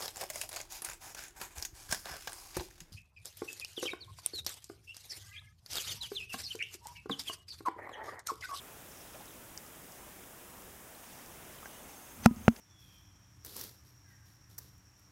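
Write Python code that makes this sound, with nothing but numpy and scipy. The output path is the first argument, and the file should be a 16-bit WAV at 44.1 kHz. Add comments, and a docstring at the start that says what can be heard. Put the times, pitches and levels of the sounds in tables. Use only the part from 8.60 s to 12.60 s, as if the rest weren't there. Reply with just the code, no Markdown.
"""Quiet shore, camera knocked

From above a wide stretch of water: a distant wash under the microphone's own hiss, with faint laps,
ticks and drips, a far bird and a thin pulsing trill like an insect's. Near the end, right at the
microphone, a hand shifts on the camera and knocks it hard twice among lighter bumps; the case rings
low and the limiter ducks the hiss after both hard knocks."""
import sys
import numpy as np
from scipy import signal
from scipy.fft import rfft, irfft
from scipy.io import wavfile
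from scipy.ndimage import uniform_filter1d, minimum_filter1d

SR = 44100
rng = np.random.default_rng(int(sys.argv[2]) if len(sys.argv) > 2 else 0)


def waveform_to_disk(signal):
    """Save audio, clipped to [-1, 1], as 16-bit WAV at the path in sys.argv[1]."""
    frames = np.transpose(np.atleast_2d(signal))
    scaled = np.clip(frames, -1, 1) * 32767
    samples = np.round(scaled).astype(np.int16)
    wavfile.write(sys.argv[1], SR, samples)


N = 176400

# The microphone's own hiss: frequency_hz, relative_db
HISS_COLOUR = [(20, -34), (2500, -7.5), (3600, -7.5), (4300, -20.5), (4700, -7), (5200, -3), (7000, 0.5),
               (10000, 1.5), (16000, 1.5)]
# Wash of distant water and air: frequency_hz, relative_db
WASH_COLOUR = [(20, -12), (45, -0.5), (70, 0), (140, -1.5), (280, -1.5), (480, -3.5), (750, -4.5),
               (1300, -7.5), (2000, -10.5), (3300, -14.5), (4300, -20), (16000, -24)]
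# The wash as it reaches the shore: time_s, level_db
WASH_LEVEL = [(0, -53.5), (.45, -54.5), (.62, -54.5), (1.1, -53.5), (1.5, -54.5), (2.2, -55), (2.8, -54),
              (3.2, -54.5), (4.0, -53.5)]
# Fine fizz of ripples: frequency_hz, relative_db
FIZZ_COLOUR = [(20, -38), (2000, -10), (3500, -2.5), (4300, -10.5), (5400, -2.5), (6500, -4), (8500, -23),
               (16000, -40)]
# The fizz coming and going: time_s, level_db
FIZZ_LEVEL = [(0, -76), (.35, -61), (.65, -63), (.85, -71), (1.3, -69), (2.0, -84), (2.45, -63),
              (2.9, -65.5), (4.0, -69)]
# Nearer laps of water: start_s, level_db, pitch_hz, length_s
LAPS = [(0.541, -51.5, 585, 0.041), (0.544, -57.5, 1250, 0.035), (0.602, -53.5, 820, 0.037),
        (2.89, -55.5, 614, 0.021), (3.023, -49.5, 1110, 0.019), (3.129, -57, 700, 0.021),
        (3.197, -55, 690, 0.034), (3.29, -54, 815, 0.017), (3.423, -54, 780, 0.028)]
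# The trill coming in late: time_s, level_db
TRILL_LEVEL = [(2.95, -75), (3.06, -68), (3.25, -60), (3.47, -60), (3.58, -65), (3.75, -64), (3.81, -58),
               (4.0, -63)]
# Tiny drips: start_s, pitch_hz, level_db
DRIPS = [(.318, 5460, -49), (.535, 5170, -50), (.681, 3800, -49), (1.638, 3450, -52), (2.350, 4030, -49.5),
         (2.985, 3000, -47)]
# Modes of a hollow tap: pitch_hz, relative_db, t60_s
TAP_MODES = [(800, -4, 0.039), (1140, -10, .02), (1590, 2, 0.021), (1980, -4, .014)]
# One bright tick: frequency_hz, gain_db
TICK_COLOUR = [(20, -50), (2500, -38), (4100, -28.5), (4800, -7.5), (5500, -5.5), (7000, -11.5),
               (7900, -14), (8800, -36), (16000, -62)]
# The ticks that stand out: start_s, gain_db
TICKS = [(0.657, -18), (0.9764, -1), (1.0648, -18), (1.322, -13.5), (2.0220, -20), (2.6613, -16),
         (3.6732, -6), (3.7620, -15), (3.9640, -12)]
# Rumble of the hand on the case: frequency_hz, relative_db
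GRIP_COLOUR = [(20, -19), (80, 5), (160, -10), (235, 4), (310, -24), (700, -18.5), (2000, -27.5),
               (16000, -61)]
# The rumble as the hand shifts: time_s, level_db
GRIP_LEVEL = [(3.5, -83), (3.6, -51.5), (3.65, -42), (3.72, -46), (3.79, -47.5), (3.85, -48.5), (3.93, -52),
              (4.0, -59)]
# A soft rasp of noise: frequency_hz, relative_db
RASP_COLOUR = [(20, -8), (900, -11), (2300, 0.5), (4200, -3.5), (5500, -2.5), (8000, -9.5), (16000, -17)]
# Brief rasps around the knocks: start_s, length_s, level_db
RASPS = [(3.626, 0.042, -46), (3.6553, 0.0089, -32), (3.881, 0.012, -35), (3.957, 0.015, -49)]
# The dull thud of a knock: frequency_hz, gain_db
THUD_COLOUR = [(20, -7), (50, 22.5), (100, 28.5), (180, 28.5), (350, 27), (700, 24), (1100, 13.5),
               (1400, 20), (1800, 10.5), (2800, 8.5), (3500, -4), (4250, -18), (4900, -16), (7000, -8),
               (8500, -26), (16000, -45)]
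# The bright crack of a knock: frequency_hz, gain_db
CRACK_COLOUR = [(20, -38), (1500, -28), (3000, -4.5), (4200, -2.5), (5800, -1), (8000, -9.5), (11000, -15),
                (16000, -34)]
# Upper modes of the camera case: pitch_hz, relative_db, t60_s
CASE_MODES = [(712, -10, 0.015), (985, -42, 0.13), (1245, -55.5, 0.43), (1280, -18.5, 0.02),
              (1880, -32, 0.021), (2360, -21, .008), (5050, -38, .012)]
# Knocks and bumps on the camera: start_s, thud_gain_db, boom_gain_db, clack_gain_db, crack_gain_db
KNOCKS = [(3.6040, -42, -44, -70, -70), (3.657, -23, -42, -20, -36), (3.6605, 6.5, 10, 9, 2.5),
          (3.711, -31, -10, -55, -75), (3.7664, -47, -25, -60, -60), (3.7860, -43, -36, -60, -60),
          (3.881, 6.5, 5.5, -15, -5)]


def amp(db):
    """Decibels to gain."""
    return 10 ** (np.asarray(db) / 20)


def unit(x):
    """Scales to rms 1."""
    return x / np.sqrt(np.mean(x ** 2) + 1e-20)


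def gain_at(colour, hz):
    """A colour's gain at the given frequencies."""
    points_hz, db = np.transpose(colour)
    return amp(np.interp(np.log(hz + 1), np.log(points_hz + 1), db))


def level(points):
    """Gain over time from (time_s, level_db) points, silent before the first."""
    time_s, db = np.transpose(points)
    return amp(np.interp(np.arange(N) / SR, time_s, db, left=-np.inf))


def add(mix, start_s, sound):
    """Mixes a sound in at start_s."""
    part = mix[max(round(start_s * SR), 0):][:len(sound)]
    part += sound[:len(part)]


def drift(rate_hz):
    """Random wander of rms 1, mostly slower than rate_hz."""
    hz = np.fft.rfftfreq(N, 1 / SR)
    return unit(irfft(rfft(rng.standard_normal(N)) * (hz > 0) / (1 + (hz / rate_hz) ** 4), N))


def noise(colour, patchy_db=0, size=1024):
    """Coloured noise of rms 1; patchy_db makes it uneven across time and frequency."""
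    real, imag, patches = rng.standard_normal((3, N // (size // 4) + 5, size // 2 + 1))
    patches = uniform_filter1d(patches, size=14, axis=0)
    patches = unit(uniform_filter1d(patches, size=10, axis=1))
    frames = (real + 1j * imag) * amp(patchy_db * patches)
    white = signal.istft(frames.T, nperseg=size, noverlap=size * 3 // 4)[1][:N]
    return unit(irfft(rfft(white) * gain_at(colour, np.fft.rfftfreq(N, 1 / SR)), N))


def pulse(colour, size=8192):
    """A minimum-phase click with the given spectrum."""
    log_gain = np.log(gain_at(colour, abs(np.fft.fftfreq(size, 1 / SR))))
    return np.fft.ifft(np.exp(np.conj(signal.hilbert(log_gain)))).real


def decay(t, t60_s):
    """Exponential fall of 60 dB in t60_s."""
    return np.exp(-np.log(1000) * t / t60_s)


def scatter(click, tail_db, t60_s):
    """Gives a click a short diffuse tail."""
    tail = rng.standard_normal(len(click)) * decay(np.arange(len(click)) / SR, t60_s)
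    return click + amp(tail_db) * signal.fftconvolve(click, tail / np.linalg.norm(tail))[:len(click)]


def whistle(start_s, length_s, pitch_hz, level_db, wander_hz):
    """One wavering tone that swells and fades."""
    out = np.zeros(N)
    arch = np.hanning(round(length_s * SR)) ** .5
    tone = np.sin(2 * np.pi * np.cumsum(pitch_hz + wander_hz * drift(150)) / SR)
    add(out, start_s, amp(level_db) * arch * tone[:len(arch)])
    return out


def microphone_hiss():
    """The microphone's steady self-noise, behind everything."""
    return amp(-54.5) * noise(HISS_COLOUR)


def open_water():
    """The far wash, swelling slightly, and the patchy fizz of ripples."""
    swell_db = .55 * drift(1.2)
    wash = level(WASH_LEVEL) * amp(swell_db) * noise(WASH_COLOUR, patchy_db=1)
    fizz = level(FIZZ_LEVEL) * noise(FIZZ_COLOUR, patchy_db=4.5, size=256)
    return wash + fizz


def far_bird():
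    """One thin call from a long way off."""
    return whistle(start_s=3.095, length_s=.14, pitch_hz=2920, level_db=-63, wander_hz=70)


def trill(pitch_hz=6392, wander_hz=14.6, pulses_per_s=14.7, pulse_centre_s=3.305):
    """A thin high tone like an insect's, pulsing evenly, its strength wavering."""
    t = np.arange(N) / SR
    pulses = np.clip(.7 + 1.2 * np.cos(2 * np.pi * pulses_per_s * (t - pulse_centre_s)), 0, 1)
    waver_db = 1.2 * drift(12)
    tone = np.sin(2 * np.pi * np.cumsum(pitch_hz + wander_hz * drift(40)) / SR)
    return level(TRILL_LEVEL) * amp(waver_db) * pulses * tone


def laps(width_octaves=.24):
    """Water lapping nearer by: narrow bands of noise that rise quickly and ebb."""
    out = np.zeros(N)
    t = np.arange(SR // 4) / SR
    hz = np.fft.rfftfreq(len(t), 1 / SR)
    for start_s, level_db, pitch_hz, length_s in LAPS:
        octaves = np.log2((hz + 1) / pitch_hz)
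        band = 1 / (1 + (octaves / width_octaves) ** 2)
        slosh = unit(irfft(rfft(rng.standard_normal(len(t))) * band, len(t)))
        age = 4 * t / length_s  # the lap peaks a quarter of the way in
        add(out, start_s, amp(level_db) * slosh * age * np.exp(1 - age))
    return out


def drips(t60_s=.017, rise_per_s=8):
    """Tiny drips, each a ping that rises in pitch as it dies."""
    out = np.zeros(N)
    t = np.arange(8192) / SR
    for start_s, pitch_hz, level_db in DRIPS:
        cycles = pitch_hz * t * (1 + rise_per_s * t / 2)
        add(out, start_s, amp(level_db) * decay(t, t60_s) * np.sin(2 * np.pi * cycles))
    return out


def hollow_tap(start_s=3.0578, gain_db=-39):
    """One soft tap, ringing briefly in a few modes."""
    out = np.zeros(N)
    t = np.arange(8192) / SR
    ring = sum(amp(db) * decay(t, t60_s) * np.sin(2 * np.pi * hz * t) for hz, db, t60_s in TAP_MODES)
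    add(out, start_s, amp(gain_db) * ring)
    return out


def ticks(faint_per_s=30, faint_gain_db=-31):
    """Sharp little ticks along the shore, over a random sprinkle of fainter ones."""
    click = pulse(TICK_COLOUR)
    sprinkle = (rng.random(N) < faint_per_s / SR) * amp(faint_gain_db + 2.2 * rng.standard_normal(N))
    out = signal.fftconvolve(sprinkle, scatter(click, tail_db=1, t60_s=.015))[:N]
    for start_s, gain_db in TICKS:
        add(out, start_s, amp(gain_db) * scatter(click, tail_db=-10, t60_s=.051))
    return out


def grip_rumble():
    """Handling noise: the hand shifts on the case, right at the microphone."""
    return level(GRIP_LEVEL) * noise(GRIP_COLOUR)


def knock_rasps():
    """Brief soft rasps of noise around the knocks."""
    envelope = np.zeros(N)
    for start_s, length_s, level_db in RASPS:
        add(envelope, start_s, amp(level_db) * np.hanning(round(length_s * SR)))
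    return envelope * noise(RASP_COLOUR)


def finger_squeak():
    """A finger slips just before the first hard knock."""
    return whistle(start_s=3.621, length_s=.042, pitch_hz=6070, level_db=-50.5, wander_hz=80)


def knocks(boom_hz=231, boom_rise_s=.00053):
    """Each knock is a thud and a crack; the case booms in its lowest mode, clacks in the upper ones."""
    out = np.zeros(N)
    thud, crack = pulse(THUD_COLOUR), pulse(CRACK_COLOUR)
    t = np.arange(len(thud)) / SR
    boom_envelope = (1 - np.exp(-t / boom_rise_s)) * decay(t, t60_s=.075)
    boom = amp(-8.5) * boom_envelope * np.sin(2 * np.pi * boom_hz * t)
    clack = sum(amp(db) * decay(t, t60_s) * np.cos(2 * np.pi * hz * t) for hz, db, t60_s in CASE_MODES)
    for start_s, thud_db, boom_db, clack_db, crack_db in KNOCKS:
        impact = amp(thud_db) * thud + amp(crack_db) * scatter(crack, tail_db=.5, t60_s=.018)
        ring = amp(boom_db) * boom + amp(clack_db) * clack
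        add(out, start_s, impact + ring)
    return out


def scene():
    """The shore and the camera's own noises, on one microphone."""
    bird, squeak = far_bird(), finger_squeak()
    shore = open_water() + laps() + drips() + hollow_tap() + ticks() + trill() + bird
    camera = microphone_hiss() + grip_rumble() + knocks() + knock_rasps() + squeak
    return (shore + camera)[None]


def record(dry, attack_s=.001, release_s=.13, cutoff_hz=15850):
    """The camera's limiter ducks peaks over full scale and recovers slowly; the top treble is cut."""
    over_db = np.maximum(20 * np.log10(abs(dry[0]) + 1e-9), 0)
    release = np.exp(-np.arange(N) / SR / release_s)
    held_db = np.maximum.accumulate(over_db / release) * release
    attack_samples = round(attack_s * SR)
    gain_db = uniform_filter1d(minimum_filter1d(-held_db, 2 * attack_samples), attack_samples)
    limited = np.clip(dry * amp(gain_db), -1, 1)
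    lowpass = signal.firwin(511, cutoff_hz, window=("kaiser", 9), fs=SR)
    return signal.oaconvolve(limited, lowpass[None], "same")


dry = scene()
out = record(dry)
waveform_to_disk(out)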